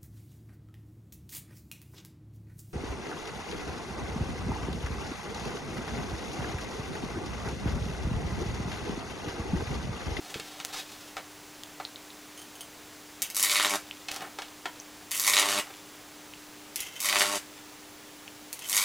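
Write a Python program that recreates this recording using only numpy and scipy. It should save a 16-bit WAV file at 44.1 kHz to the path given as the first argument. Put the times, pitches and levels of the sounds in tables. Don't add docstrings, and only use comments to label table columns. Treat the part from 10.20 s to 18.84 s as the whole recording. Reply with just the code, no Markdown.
import sys
import numpy as np
from scipy import signal
from scipy.fft import rfft, irfft
from scipy.io import wavfile
from scipy.ndimage import uniform_filter1d

SR = 44100
rng = np.random.default_rng(int(sys.argv[2]) if len(sys.argv) > 2 else 0)


def store_wav(level_fs):
    pcm = np.round(np.clip(np.atleast_2d(level_fs), -1, 1) * 32767)
    wavfile.write(sys.argv[1], SR, pcm.T.astype(np.int16))


N = 381198
T = np.arange(N) / SR

BUZZ_HZ = 100
STRIKE_S = .0079
FLARE_LENGTH = 0.28
# [electrode touches t/s, arc strikes t/s, time to catch/s, dwell before the pull/s,
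# length of the pull/s, arc breaks t/s, relative level/dB]
ARCS = [(3.02, 3.142, .007, 0.01, 0.31, 3.565, 0.76), (4.912, 4.909, .002, 0.075, 0.23, 5.404, 0.77),
        (6.559, 6.798, .004, 0.0083, 0.12, 7.178, -.6), (8.329, 8.448, 0.062, .006, .375, 8.98, 0.9)]
# [t/s, relative level/dB]
SNAPS = [(3.2276, -6), (3.2378, -7), (3.2968, -2), (3.3149, -4), (3.3571, -1), (3.3988, 4), (3.4478, -3),
         (3.5378, -6), (5.0686, -6), (5.0776, -1.5), (5.1357, 1.5), (5.1681, 4), (5.1782, 0.5),
         (5.1884, -3.5), (5.1981, -2), (5.2276, 0), (5.2876, -2), (5.3787, -2.5), (6.888, -3), (6.8976, -2),
         (6.9276, 1), (6.958, 1.5), (6.9688, -1), (7.0078, 2.5), (7.0186, 3), (8.5289, -1.5), (8.5778, -3)]


def amp(db):
    return 10 ** (np.asarray(db) / 20)


def unit(x):
    return x / np.sqrt(np.mean(x ** 2))


def noise():
    return rng.standard_normal(N)


def walk(rate):
    k = int(SR / rate)
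    steps = np.repeat(rng.standard_normal(N // k + 1), k)
    return 1.4 * uniform_filter1d(steps, k)[:N]


def through(x, response):
    return signal.fftconvolve(x, response)[:N]


def colour(points, size=4096):
    hz, db = np.transpose(points)
    bins_hz = np.arange(size // 2 + 1) * SR / size
    gain = amp(np.interp(np.log(bins_hz + 1), np.log(hz), db))
    cepstrum = irfft(np.log(unit(gain)))
    cepstrum[1:size // 2] *= 2
    cepstrum[size // 2 + 1:] = 0
    return irfft(np.exp(rfft(cepstrum)))


def ring(modes, size=16384):
    t = T[:size]
    y = sum(amp(db) * np.exp(-np.log(1000) * t / t60) * np.cos(2 * np.pi * hz * t) for hz, db, t60 in modes)
    y *= 1 - np.exp(-4 * t * max(modes)[0])
    return y / np.linalg.norm(y)


def rattle(t60, size=16384):
    decay = np.exp(-np.log(1000) * T[:size] / t60)
    spectrum = rfft(rng.standard_normal(size) * decay)
    smooth_power = uniform_filter1d(np.abs(spectrum) ** 2, size=size // 80)
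    y = irfft(spectrum / np.sqrt(smooth_power))
    return y / np.linalg.norm(y)


def blows(times, gains):
    samples = np.clip(np.asarray(times) * SR, 0, N).astype(int)
    return np.bincount(samples, gains, N + 1)[:N]


def play(rows, sound):
    out = np.zeros(N)
    for s, db, *rest in rows:
        i = int(s * SR)
        y = sound(*rest)[:N - i]
        out[i:i + len(y)] += amp(db) * y
    return out


def envelope(rows, attack_s, release_s):
    gain = np.zeros(N)
    for s, hold, db in rows:
        rise = np.clip((T - s) / attack_s, 0, 1)
        fall = np.exp(-np.clip((T - s - hold) / release_s, 0, 50))
        gain += amp(db) * rise * fall
    return gain


def room(x, wet_db, low_t60=0.21, high_t60=0.15):
    low, high = (signal.butter(2, 2800, kind, fs=SR, output="sos") for kind in ("low", "high"))
    tail = signal.sosfilt(low, rattle(low_t60)) + signal.sosfilt(high, rattle(high_t60))
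    tail += amp(-3) * rattle(0.053)
    response = np.r_[1, np.zeros(40), amp(wet_db) * tail]
    return through(x, response / np.linalg.norm(response))


def background():
    # [f/Hz, relative level/dB]
    air_spectrum = [(25, -20.5), (70, -17.5), (110, -16), (200, -13), (800, -13.5), (2000, -16.5),
                    (5300, -20), (6300, -19), (8200, -24), (10700, -23.5), (12800, -28.5), (15800, -29.5)]
    # [f/Hz, rms level/dB]
    whine_tones = [(7558, -69), (7870, -76), (15150, -64.5)]
    whine = sum(amp(db) * np.sin(2 * np.pi * hz * T + 0.84 * walk(90)) for hz, db in whine_tones)
    return amp(-49.14) * through(noise(), colour(air_spectrum)) + np.sqrt(2) * whine


def transformer():
    # [f/Hz, rms level/dB]
    hum_tones = [(100, -73.5), (300, -56), (400, -65.5), (600, -88), (800, -76), (900, -71.5)]
    load = sum((T > touch) & (T < breaks) for touch, *_, breaks, _ in ARCS)
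    sag_db = -8 * uniform_filter1d(load.astype(float), size=1500)
    hum = np.zeros(N)
    for hz, db in hum_tones:
        turns = BUZZ_HZ * round(hz / BUZZ_HZ) * T + rng.random()
        hum += amp(db + .5 * walk(5.2)) * np.sin(2 * np.pi * turns)
    return np.sqrt(2) * hum * amp(sag_db)


def handling():
    # [t/s, relative body level/dB, relative edge level/dB]
    knock_rows = [(0.142, -19, -7.5), (0.198, -21, -8.5), (0.4, -16, -11), (0.968, -8, -10),
                  (0.98, -16, -16), (1.6, -8.5, -20), (3.885, -15, -5), (3.913, -20, -10),
                  (4.007, -23, -17), (4.187, -7, -9), (4.22, -18, -10.5), (4.456, -3.5, -8)]
    # [f/Hz, relative level/dB]
    body_spectrum = [(100, -25), (280, -8.5), (750, 1), (1500, -3), (2200, -5.5), (4000, -17), (10000, -40)]
    # [f/Hz, relative level/dB]
    edge_spectrum = [(1000, -14), (2400, 1.5), (3600, 0.5), (7000, -9), (14000, -26)]
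    # [t/s, relative level/dB]
    clink_rows = [(2.176, -33.5), (2.1914, -35), (2.2169, -34), (2.354, -35.5), (2.408, -25.5)]
    # [f/Hz, relative level/dB, t60/s]
    clink_modes = [(3090, 4, 0.019), (4587, -5, .022), (5460, -6, .012), (6400, -2, .018), (8860, -2, .022),
                   (11000, -3.5, 0.02), (13200, -15, .015)]
    # [t/s, length/s, relative level/dB, relative treble level/dB]
    rustle_rows = [(0, 0.53, -49.5, -49.5), (0.52, 0.077, -41.5, -37), (.64, .25, -57, -51.5),
                   (3.887, 0.082, -44, -44.5), (3.98, 0.074, -39, -54), (5.435, .07, -46, -74)]
    body = play([(s, db) for s, db, _ in knock_rows], lambda: through(rattle(0.03), colour(body_spectrum)))
    edge = play([(s, db) for s, _, db in knock_rows], lambda: through(rattle(0.014), colour(edge_spectrum)))
    clinks = play(clink_rows, lambda: ring(clink_modes) + 0.54 * rattle(.02))

    low = through(noise(), colour([(50, -31), (150, -6), (450, 0.0), (850, 3.0), (2200, -2.5), (5000, -22.0)]))
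    high = through(noise(), colour([(300, -19), (1200, -15), (3600, -0.5), (7000, -7), (14000, -19.0)]))
    attack_s, release_s = 0.025, 0.016
    low *= envelope([(s, hold, db) for s, hold, db, _ in rustle_rows], attack_s, release_s)
    high *= envelope([(s, hold, db) for s, hold, _, db in rustle_rows], attack_s, release_s)
    rustle = (amp(-3) * low + amp(-1) * high) * amp(2.8 * walk(120))
    return body + amp(-1.0) * edge + amp(14) * clinks + rustle


def tick(hz):
    rise = 1 - np.exp(-T[:1024] / 0.0003)
    y = rise * ring([(hz, 0, .0035)], size=1024)
    return y / np.linalg.norm(y)


def near_sounds():
    # [t/s, relative level/dB, f/Hz]
    tick_rows = [(1.435, -15, 3340), (1.651, -9.0, 4000), (1.759, -16.0, 3830), (1.904, -22.5, 3900),
                 (3.711, -10.5, 2900), (4.6, -15.5, 6100), (6.137, -18.5, 2880), (8.079, -16.5, 2770)]
    # [t/s, relative level/dB]
    click_rows = [(0.1982, -15), (0.4497, -3.5), (0.4562, -14), (1.4355, -16.0), (3.9165, -6.5),
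                  (3.9442, -13), (3.9627, -10.5)]
    # [t/s, relative level/dB]
    bump_rows = [(0.157, -35), (0.196, -42.5)]
    bump_modes = [(114, -7, .1), (144, 4, 0.15), (191, -1, 0.086),
                  (270, -16, 0.077), (345, 7.5, 0.06), (420, 5, 0.065)]
    clicks = play(click_rows, lambda: colour([(500, -2), (3000, 3.5), (7000, 6.5), (15000, -5.0)]))
    bumps = play(bump_rows, lambda: ring(bump_modes))
    return play(tick_rows, tick) + amp(-2.5) * clicks + amp(27.5) * bumps


def electrode():
    # [t/s, relative level/dB]
    touch_rows = [(3.02, -11), (3.0254, -12), (3.1016, -20), (3.147, -20), (4.9105, -20.5), (6.559, -13.5),
                  (6.6047, -14), (6.804, -15.5), (8.329, -17), (8.392, -24.5)]
    # [f/Hz, relative level/dB]
    touch_spectrum = [(300, -11), (1600, -14.5), (2100, 0), (3500, -2), (6000, 1.5), (10000, 1),
                      (15000, -2.5)]
    # [t/s, length/s, relative level/dB]
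    slide_rows = [(3.02, .03, -37.5), (3.05, 0.072, -46.5), (4.912, 0.063, -40), (6.558, .13, -39),
                  (6.712, 0.085, -45), (8.329, 0.028, -44), (8.405, 0.052, -43.5)]
    # [f/Hz, relative level/dB]
    rod_spectrum = [(500, -24), (1850, -11.5), (2050, 1.5), (2320, -7), (2620, -1), (2850, 0.5), (3150, 2),
                    (3900, -16), (5400, -9.5), (6300, -5.5), (7500, -12), (14000, -18)]

    def spark():
        return through(np.r_[1, np.zeros(2047)] + 0.78 * rattle(0.013, size=2048), colour(touch_spectrum))

    chatter = unit(noise() * (rng.random(N) < .02) * amp(5.3 * np.tanh(walk(120))))
    chatter *= envelope(slide_rows, attack_s=.005, release_s=0.007)
    return amp(9.5) * play(touch_rows, spark) + amp(-1) * through(chatter, colour(rod_spectrum))


def column():
    pulled_length = 0.87
    length, gain = np.zeros((2, N))
    for _, strike, catch, dwell, pull, breaks, db in ARCS:
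        lit = (T >= strike) & (T < breaks)
        pull_s = strike + dwell
        length[lit] = np.interp(T[lit], [pull_s, pull_s + pull, breaks], [0, pulled_length, 1])
        gain[lit] = np.minimum((T[lit] - strike) / catch, 1) * amp(db)
    return length, uniform_filter1d(gain, size=128)


def drone(length, gain):
    # [multiple of the buzz, relative level/dB]
    harmonics = [(1, -18), (2, -7.5), (3, -3.5), (4, -5), (5, -13), (6, 5), (7, -11), (8, -18), (9, -1),
                 (10, -15), (11, 0)]
    full_db, rise_db = -36.5, 27
    strain_s, strain_db = 0.023, 3.5
    turn = 2 * np.pi * BUZZ_HZ * (T - STRIKE_S)
    tone = sum(amp(db + 2 * walk(25)) * np.cos(k * turn + 0.59 * walk(30)) for k, db in harmonics)
    strain = sum(np.exp(-np.abs(T - breaks) / strain_s) for *_, breaks, _ in ARCS)
    level_db = full_db - rise_db * (1 - length) + strain_db * strain
    return unit(tone) * uniform_filter1d(gain * amp(level_db), size=800)


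def snap(hz):
    shock = colour([(hz / 10, -28), (hz * 0.37, -2), (hz, 0), (hz * 1.62, -7), (hz * 5, -22)])
    return through(np.r_[1, np.zeros(1023)] + 0.43 * rattle(0.0065, size=1024), shock)


def snaps(length):
    base_hz = 8600
    octaves_per_length, octaves_per_db = 1.96, 0.06
    rows = []
    for s, db in SNAPS:
        octaves_down = octaves_per_length * length[int(s * SR)] + octaves_per_db * db
        rows.append((s, db, base_hz / 2 ** octaves_down))
    return amp(1.5) * play(rows, snap)


def restrikes(jitter_s, scatter_db):
    times = np.arange(0, N / SR, 1 / BUZZ_HZ) + STRIKE_S
    late, size = rng.standard_normal((len(times), 2)).T
    return unit(blows(times + jitter_s * late, amp(scatter_db * np.clip(size, -2, 2))))


def arc(length, gain):
    # [f/Hz, relative level/dB]
    sizzle_spectrum = [(300, -23.5), (750, -17), (1100, -6), (1650, -9.5), (2150, -4.5), (2800, -5),
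                       (4500, -2), (6500, 1), (9500, 1), (13000, 0), (15500, -9.5)]
    # [f/Hz, relative level/dB]
    short_crack = [(100, -36), (500, -17.5), (750, -14.5), (1050, -0.5), (1300, -4.5), (1700, -9.5),
                   (2130, 6), (2850, -9.5), (3800, -0.5), (5500, -11), (12000, -29)]
    # [f/Hz, relative level/dB]
    long_crack = [(100, -29), (480, -10), (680, -2.5), (1050, -1.5), (1300, -2.5), (2100, -5), (2900, -3),
                  (3900, -7), (5500, -12.5), (12000, -23)]
    sizzle_db, sizzle_rise_db, sizzle_fade_db = -29, 6, 6
    crack_db, crack_rise_db = -34, 17.5
    surge_s, surge_crack_db, surge_sizzle_db = 0.018, 8, 3.5

    short = np.clip(1 - length / FLARE_LENGTH, 0, 1)
    stretch = np.clip((length - FLARE_LENGTH) / (1 - FLARE_LENGTH), 0, 1)
    snap_blows = blows([s for s, _ in SNAPS], amp([db for _, db in SNAPS]))
    surge = np.tanh(through(snap_blows, np.exp(-T[:16384] / surge_s)))
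    gain = gain * amp(0.8 * walk(29.97))
    sizzle_level_db = sizzle_db - sizzle_rise_db * short - sizzle_fade_db * stretch + surge_sizzle_db * surge
    crack_gain = gain * amp(crack_db - crack_rise_db * short + surge_crack_db * surge)
    hot = length ** 3.5
    swing = (1 + np.cos(2 * np.pi * BUZZ_HZ * (T - STRIKE_S + 0.00041))) / 2

    sparks = noise() * (rng.random(N) < .025) * amp(3.2 * noise())
    sizzle = unit(sparks * (0.16 + 0.33 * hot + swing ** 3.6))
    sizzle += amp(-3.5 - 3 * length) * restrikes(jitter_s=0.00046, scatter_db=2.0)
    sizzle = through(sizzle * gain * amp(sizzle_level_db), colour(sizzle_spectrum))
    thickness = np.clip(1.1 * length, 0, .8)
    sizzle = (1 - thickness) * sizzle + thickness * uniform_filter1d(sizzle, size=3)

    strikes = restrikes(jitter_s=.00018, scatter_db=1.5)
    cluster = unit(noise() * through(np.abs(strikes), np.exp(-T[:512] / 0.001)))
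    hiss = unit(noise() * (0.39 + swing))
    crack = crack_gain * (amp(-4) * strikes + amp(-4) * cluster + amp(-4.5) * hiss)
    crack = through(crack * (1 - hot), colour(short_crack)) + through(crack * hot, colour(long_crack))
    return amp(2.0) * sizzle + crack


def scene():
    mono = background() + transformer()
    mono += room(handling(), wet_db=-1.5)
    mono += room(near_sounds(), wet_db=-10.5)
    mono += room(electrode(), wet_db=-1.5)
    length, gain = column()
    mono += drone(length, gain)
    mono += room(arc(length, gain) + snaps(length), wet_db=-1.5)
    return np.array([mono, mono])


def record(dry):
    return signal.sosfilt(signal.ellip(12, .2, 80, 15800, fs=SR, output="sos"), dry)


dry = scene()
out = record(dry)
store_wav(out)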